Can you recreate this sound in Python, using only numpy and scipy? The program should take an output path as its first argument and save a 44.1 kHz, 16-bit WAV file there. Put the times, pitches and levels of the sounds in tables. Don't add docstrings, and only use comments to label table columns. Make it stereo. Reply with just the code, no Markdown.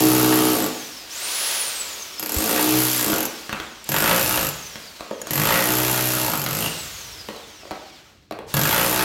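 import sys
import numpy as np
from scipy import signal
from scipy.fft import rfft, irfft
from scipy.io import wavfile
from scipy.ndimage import uniform_filter1d

SR = 44100
rng = np.random.default_rng(int(sys.argv[2]) if len(sys.argv) > 2 else 0)


def pcm_store(signal):
    levels = np.round(np.clip(np.atleast_2d(signal), -1, 1) * 32767)
    wavfile.write(sys.argv[1], SR, levels.astype(np.int16).T)


N = 398656
TIME = np.arange(N) / SR
WORKING_HZ = 62

# start in s, end in s, top speed in strokes per s, spin-up rate near it per s.
TRIGGER = [(0, .517, 62.57, 7.82), (1.095, 1.523, 72, 5.1), (2.277, 2.995, 63.06, 7.82),
           (3.855, 4.345, 62.72, 7.82), (5.261, 6.237, 62.9, 7.82), (6.477, 6.674, 61.67, 7.82),
           (8.48, 9.1, 62.56, 7.82)]
# start in s, end in s.
BURSTS = [(.0052, .67), (2.1958, 3.265), (3.8904, 4.495), (5.3077, 6.67), (8.5406, 9.04)]
# start in s, end in s,
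# pitch in Hz, level relative to the crunch in dB, greatest swell of the crunch in dB.
SINGING = [(0, 0.494, 1254, -2, 0), (2.425, 2.597, 1890, -19, 6.5), (2.746, 3.12, 2820, -20, 6.5),
           (3.898, 4.15, 1420, -7.5, 6.5), (4.246, 4.475, 2790, -8, 5), (5.327, 5.658, 1950, -5, 7),
           (6.195, 6.356, 840, -2, 0), (6.57, 6.72, 2820, -2, 0), (8.53, 8.84, 1680, -9.5, 6.5)]
# frequency in Hz, relative level in dB.
CLANG = [(800, -35), (2500, -20), (4500, -0.5), (7500, 3), (8800, -15.5), (10500, 5), (11700, 5.5),
         (12800, 6.5), (14000, 2), (16000, -5)]


def undb(db):
    return 10 ** (np.asarray(db) / 20)


def unit(x):
    return x / np.sqrt(np.mean(x ** 2))


def unit_energy(x):
    return x / np.sqrt(np.sum(x ** 2))


def convolve(x, response):
    return signal.oaconvolve(x, response)[:len(x)]


def colour(points, size=2048):
    hz, db = np.transpose(points)
    bins = np.maximum(np.fft.rfftfreq(size, 1 / SR), 1)
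    spectrum_db = np.interp(np.log(bins), np.log(hz), db)
    cepstrum = irfft(np.log(undb(spectrum_db)))
    cepstrum[1:size // 2] *= 2
    cepstrum[size // 2 + 1:] = 0
    return irfft(np.exp(rfft(cepstrum)))


def noise(points):
    return unit(convolve(rng.standard_normal(N), colour(points)))


def ring(modes, size=10000):
    t = TIME[:size]
    response = np.zeros(size)
    for k, (hz, width, db) in enumerate(modes):
        swing = np.exp(-np.pi * width * t) * np.sin(2 * np.pi * hz * t)
        velocity = np.gradient(swing) / hz
        response += (-1) ** k * undb(db) * width * velocity
    return unit_energy(response)


def puffs(impacts, decay_s, size=6000):
    decay = unit_energy(np.exp(-TIME[:size] / decay_s))
    power = convolve(impacts ** 2, decay ** 2)
    return np.sqrt(np.abs(power)) * rng.standard_normal(N)


def train(times, db, scatter_db=0):
    size = undb(db + scatter_db * rng.standard_normal(len(times)))
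    return np.bincount(np.maximum(times * SR, 0).astype(int), size, N)[:N]


def walk(rate):
    return np.interp(TIME * rate, np.arange(N // 10), 1.19 * rng.standard_normal(N // 10))


def during(spans, t):
    return sum((t >= start) * (t < end) for start, end, *_ in spans) > 0


def swells(events, t):
    return sum(undb(db) * np.exp(-((t - s) / half_s) ** 2) for s, half_s, db in events)


def background():
    # frequency in Hz, relative level in dB.
    quiet_colour = [(25, -23), (55, 6.5), (100, -3), (300, -4), (1000, -28), (4000, -17), (16000, -54)]
    # middle in s, half length in s, level in dB.
    rumbles = [(4.3, .26, -38), (6.72, 0.61, -48.5), (8.78, 0.36, -45)]
    common = undb(-60.0) * noise(quiet_colour)
    apart = undb(-62.0) * np.array([noise(quiet_colour), noise(quiet_colour)])
    rumble = noise([(20, -31), (50, 3), (90, 3), (200, -7), (1000, -65)])
    return common + apart + (undb(-64.5) + swells(rumbles, TIME)) * rumble


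def room(x, low_t60=0.67, high_t60=0.42, size=30000):
    # frequency in Hz, level in dB.
    echo_left = [(60, -24.5), (250, -7.5), (700, -15), (2000, -15), (5000, -15), (10000, -16.5),
                 (15000, -23)]
    echo_right = [(60, -16), (250, -11), (700, -7), (2000, -9), (5000, -11), (10000, -14), (15000, -16)]
    t, grain = TIME[:size], rng.standard_normal((3, size))
    below = signal.butter(2, 500, "low", fs=SR, output="sos")
    above = signal.butter(2, 500, "high", fs=SR, output="sos")
    grain = signal.sosfilt(below, grain[0]) + signal.sosfilt(above, grain[1:])
    low = signal.sosfilt(signal.butter(1, 3000, fs=SR, output="sos"), grain)
    low_decay = np.exp(-np.log(1000) * t / low_t60)
    high_decay = np.exp(-np.log(1000) * t / high_t60)
    tails = low * low_decay + (grain - low) * high_decay
    sides = []
    for tail, echo in zip(tails, (echo_left, echo_right)):
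        late = unit_energy(tail * (t > .003))
        sides.append(convolve(x, convolve(late, colour(echo))))
    return np.array(sides)


def bump(s=2.365, hz=72, decay_s=0.013, db=-9):
    t = np.maximum(TIME - s, 0)
    return undb(db) * np.exp(-t / decay_s) * np.sin(2 * np.pi * hz * t)


def taps(loss=0.0075):
    # time in s, relative level in dB, ring frequency in Hz.
    strokes = [(3.527, -30, 2660), (3.842, -38, 7450), (5.216, -29, 6750), (5.271, -34, 6600),
               (7.363, -43, 4570), (8.311, -43, 3930)]
    out = np.zeros(N)
    for s, db, hz in strokes:
        strike = train(np.array([s]), db + 25.0)
        steel = convolve(strike, ring([(hz, loss * hz, 0), (1.4 * hz, 2 * loss * hz, -8)]))
        tick = convolve(puffs(strike, decay_s=0.0026), unit_energy(colour(CLANG)))
        out += undb(5.5) * steel + tick
    return out


def clunks(loss=0.19, size=8000):
    # time in s, relative level in dB, ring in Hz, relative click level in dB.
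    impacts = [(3.063, -16, 290, -27), (3.131, -18.5, 353, -9.5), (3.494, -13, 1640, -24),
               (3.528, -14.5, 1360, -14.5), (3.60, -28, 1830, -6), (4.757, -33.5, 547, -5.5),
               (4.997, -34, 1290, -21), (5.007, -25.5, 660, -13), (5.111, -16, 510, -31),
               (5.217, -33, 593, -9.5), (5.27, -26, 640, -12), (7.287, -21.5, 470, -15.5),
               (7.362, -29, 780, -26), (7.632, -33, 624, -31), (7.653, -29, 560, -45),
               (7.709, -16.5, 750, -24), (7.715, -22.5, 637, -15.5), (8.310, -17, 652, -29),
               (8.323, -29, 670, -12), (8.389, -25, 462, -19)]
    # multiple of its ring frequency, relative level in dB.
    clunk_modes = [(.45, -7), (.68, -3), (1, 4), (1.27, -1), (1.748, -3), (2.45, -6), (3.4, -5), (5.1, -30)]
    out, t = np.zeros(N + size), TIME[:size]
    click_colour = unit_energy(colour([(150, 4.5), (600, 5.5), (2000, 3.5), (4000, -2.5),
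                                       (8000, -15.5), (16000, -17)]))
    for s, db, hz, click_db in impacts:
        modes = [(hz * ratio, loss * hz * ratio ** 0.24, mode_db - 10 * np.log10(ratio))
                 for ratio, mode_db in clunk_modes]
        clunk = ring(modes, size=size)
        clunk = undb(4.5) * clunk / np.abs(clunk).max()
        grain = undb(4.4 * np.repeat(rng.standard_normal(size), 60)[:size])
        crumbs = 0.065 * np.exp(-t / 0.064) * grain
        click = convolve(rng.standard_normal(size) * (np.exp(-t / 0.0018) + crumbs), click_colour)
        start = int(s * SR)
        out[start:start + size] += undb(db) * (clunk + undb(click_db + 20.0) * click)
    return out[:N]


def motor_speed(count=1000):
    double_pull_hz = 93.6
    friction_hz_per_s = 30.56
    creep_hz = 1.5
    fan_drag, hammer_drag = .0092, .0138
    t = np.arange(N * count // SR + 1) / count
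    top, rate = (sum(row[k] * during([row], t) for row in TRIGGER) for k in (2, 3))
    drag = fan_drag + hammer_drag * during(BURSTS, t)
    hz, speed = top[0], []
    for top_hz, pull, loss in zip(top, rate, drag):
        if top_hz:
            change = pull * (top_hz - hz) * (1 + (top_hz - hz) / double_pull_hz)
        else:
            change = -friction_hz_per_s * np.tanh(hz / creep_hz) - loss * hz ** 2
        hz = max(hz + change / count, 0)
        speed.append(hz)
    return np.interp(TIME, t, speed)


def fan(pace, turns):
    # frequency in Hz, relative level in dB.
    fan_colour = [(100, -37.5), (200, -25.5), (370, -11.5), (530, -3), (700, -7.5), (1150, -2),
                  (1850, -0.5), (2550, 1), (4500, 1), (7100, -1), (8600, -5.5), (11500, -5), (15500, -8)]
    stroke = 1 + 0.044 * np.cos(2 * np.pi * turns)
    return undb(-21.5) * pace ** 2.66 * noise(fan_colour) * stroke


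def brushes(pace):
    # frequency in Hz, relative level in dB.
    rub_colour = [(100, -16.5), (200, -7.5), (330, -0.5), (1000, -0.5), (2400, 2.5), (4000, 0),
                  (6000, -2.5), (8000, -8.5), (10000, -14.5), (15500, -13.5)]
    spark_colour = [(200, -29), (1000, -3.5), (3500, -1.5), (7000, -2.5), (15000, -16)]
    powered = uniform_filter1d(1. * during(TRIGGER, TIME), 1500)
    rub = undb(-34) * pace ** 0.39 * noise(rub_colour) * undb(1.2 * walk(60))
    sparks = undb(-34) * powered * noise(spark_colour) * undb(1.1 * walk(900))
    return rub + sparks


def whine(speed, pace):
    whine_hz = 157 * speed
    slack = np.clip(1 - pace, 0, .4)
    wobble_hz = 30 * walk(300) + 700 * pace * slack * walk(1400)
    angle = 2 * np.pi * np.cumsum(whine_hz + wobble_hz) / SR
    flutter = undb((3 + 6 * slack) * walk(70) - 6 * slack)
    tone = (undb(-28.0) * pace ** 6 + undb(-31.5) * pace ** 1.28) * np.sin(angle) * flutter
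    for k, db in enumerate([-36.5, -36, -36.5, -37.5], 2):
        radiated = pace ** .62 / (1 + (k * whine_hz / 7000) ** 6)
        tone += undb(db) * radiated * np.sin(k * angle) * undb(2.5 * walk(40))
    return tone


def motor(speed, turns):
    # time in s, gain in dB.
    nearness = [(3.4, 0.73), (4.0, -1.93)]
    pace = speed / WORKING_HZ
    sound = fan(pace, turns) + brushes(pace) + whine(speed, pace)
    return sound * undb(np.interp(TIME, *np.transpose(nearness)))


def blows(speed, turns):
    # wall sway in dB,
    # crunch in dB, steel clang at the first blow in dB, fading of the clang in dB per s.
    spots = [(-36.5, -28, -17.5, 9.5), (-49.5, -32, -20.5, -1.5), (-32.5, -27.5, -16.5, 6.5),
             (-32, -27, -17.5, 4.5), (-31.5, -24, -15, 14)]
    # time in s, thud in dB.
    bite = [
        [(0, -15.5), (.12, -20.5), (.42, -19), (.67, -24)],
        [(2.2, -39), (2.35, -29.5), (2.52, -22), (2.76, -23), (2.96, -37.5), (3.08, -22), (3.18, -28.5),
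         (3.27, -38)],
        [(3.89, -30.5), (4.1, -21.5), (4.22, -33), (4.39, -29), (4.5, -47.5)],
        [(5.31, -31.5), (5.5, -26), (5.83, -26), (6.0, -29), (6.55, -36.5), (6.67, -28)],
        [(8.54, -29.5), (8.64, -28.5), (8.83, -28), (9.04, -24.5)],
    ]
    # middle in s, half length in s, level in dB.
    booms = [(.11, 0.17, -26), (2.76, 0.088, -24.5), (3.9, 0.042, -38), (5.39, 0.032, -25.5),
             (5.79, 0.13, -32.5), (6.67, 0.078, -37), (8.55, 0.11, -26)]
    clang_db_per_octave, crunch_db_per_octave = 5.5, -0.5
    crunch_follows_bite = 0.68
    rows = []
    for burst, spot, curve in zip(BURSTS, spots, bite):
        sway_db, crunch_db, clang_db, fade_db_per_s = spot
        strokes = np.arange(*np.interp(burst, TIME, turns))
        times = np.interp(strokes, turns, TIME)
        hz = np.interp(times, TIME, speed)
        octaves = np.log2(hz / WORKING_HZ)
        thud = np.interp(times, *np.transpose(curve))
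        sway = 20 * np.log10(undb(sway_db) + swells(booms, times))
        swelling = 0
        for start, end, *_, swell_db in SINGING:
            progress = np.clip((times - start) / (end - start), 0, 1)
            swelling = swelling + swell_db * np.sin(np.pi * progress)
        crushing = crunch_db + crunch_db_per_octave * octaves
        crushing = crushing + crunch_follows_bite * (thud - thud.mean()) + swelling
        clang = clang_db + clang_db_per_octave * octaves - fade_db_per_s * (times - times[0])
        period_db = 10 * np.log10(SR / hz)
        rows.append([times] + [db + period_db for db in (sway, thud, crushing, clang)])
    return np.hstack(rows)


def wall(times, sway_db, thud_db):
    # frequency in Hz, width in Hz, relative level in dB.
    sway_modes = [(59.3, 13, -23.5), (101, 31, -7), (122.9, 36, 1.5), (145, 42.4, 1)]
    brick_modes = [(197, 80, -8.5), (250, 29, -2.5), (317.4, 26, 0.5), (446, 32, -2.5), (521, 17, -4.5),
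                   (717, 73, -8), (870, 200, -13.5), (1153, 46, -7.5)]
    slab_modes = [(178, 9.6, 7.5), (237, 105, -4), (343, 48, 3.5), (400, 108, 0), (536, 30, 1),
                  (643, 68, -2.5), (875, 180, -5.5)]
    sway = convolve(train(times, sway_db, scatter_db=1.5), ring(sway_modes))
    thuds = train(times, thud_db, scatter_db=0.96)
    on_brick = TIME < 3.7
    boom = convolve(thuds * on_brick, ring(brick_modes)) + convolve(thuds * ~on_brick, ring(slab_modes))
    dull = unit_energy(colour([(30, -17), (80, -12), (250, 2), (600, 0.0), (1500, -25.0), (8000, -58)]))
    rattle = convolve(puffs(thuds, decay_s=0.014), dull)
    return sway + boom + undb(-11) * rattle


def crunch(times, crunch_db, singing_width_hz=170):
    # frequency in Hz, relative level in dB.
    grit_colour = [(250, -2.5), (500, -14), (900, 3), (1600, 5), (2600, 3), (4500, -3.5), (8000, -19),
                   (16000, -29)]
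    # frequency in Hz, width in Hz, relative level in dB.
    knock_modes = [(524, 186, 1.5), (596, 250, -3), (852, 110, 1), (950, 215, 0.5), (1200, 220, -0.5),
                   (1680, 300, -4), (2480, 320, -14.5)]
    strikes = train(times, crunch_db, scatter_db=3.5)
    grit = convolve(puffs(strikes, decay_s=.0045), unit_energy(colour(grit_colour)))
    out = undb(-5) * convolve(strikes, ring(knock_modes)) + undb(-0.5) * grit
    for start, end, hz, db, _ in SINGING:
        pushes = train(times, crunch_db + db, scatter_db=2.0) * (TIME > start) * (TIME < end)
        out += convolve(puffs(pushes, decay_s=0.003), ring([(hz, singing_width_hz, 0)]))
    return out


def chisel(times, clang_db, rebound_s=0.0088):
    # frequency in Hz, width in Hz, relative level in dB.
    bit_modes = [(2666, 260, -17.5), (7500, 440, -17.5), (9740, 220, -15), (12420, 19, 0.5),
                 (13020, 540, -2), (13140, 290, 0)]
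    jitter_s = 0.00078 * rng.standard_normal(len(times))
    rebounds = train(times + rebound_s + jitter_s, clang_db - 10, scatter_db=1)
    strikes = train(times, clang_db, scatter_db=.8) + rebounds
    crack = undb(-4) * puffs(strikes, decay_s=.0007) + undb(-5) * puffs(strikes, decay_s=.0028)
    chatter = undb(-7) * puffs(strikes, decay_s=.02)
    ringing = train(times, clang_db - 3.0, scatter_db=1.0) + rebounds
    steel = convolve(puffs(ringing, decay_s=0.0034), ring(bit_modes))
    return convolve(crack + chatter, unit_energy(colour(CLANG))) + steel


def scene():
    # frequency in Hz, level in dB.
    shadow = [(60, -8), (200, -4.5), (500, -11.5), (1200, -11), (3000, -16.5), (7000, -33), (15000, -15)]
    speed = motor_speed()
    turns = np.cumsum(speed) / SR
    times, sway_db, thud_db, crunch_db, clang_db = blows(speed, turns)
    tool = motor(speed, turns) + chisel(times, clang_db) + taps()
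    masonry = wall(times, sway_db, thud_db) + crunch(times, crunch_db) + clunks()
    left = np.roll(convolve(tool + undb(1.5) * masonry, colour(shadow)), shift=7)
    right = tool + masonry
    echo = room(tool + undb(6.0) * masonry)
    return np.array([left, right]) + echo + background() + np.outer([.25, 1], bump())


def record(dry, ceiling=0.75, low_cut_hz=36, top_hz=15900):
    thinned = signal.sosfilt(signal.butter(2, low_cut_hz, "high", fs=SR, output="sos"), dry)
    rounded = ceiling * np.tanh(thinned / ceiling)
    return signal.sosfilt(signal.ellip(10, .2, 80, top_hz, fs=SR, output="sos"), rounded)


dry = scene()
out = record(dry)
pcm_store(out)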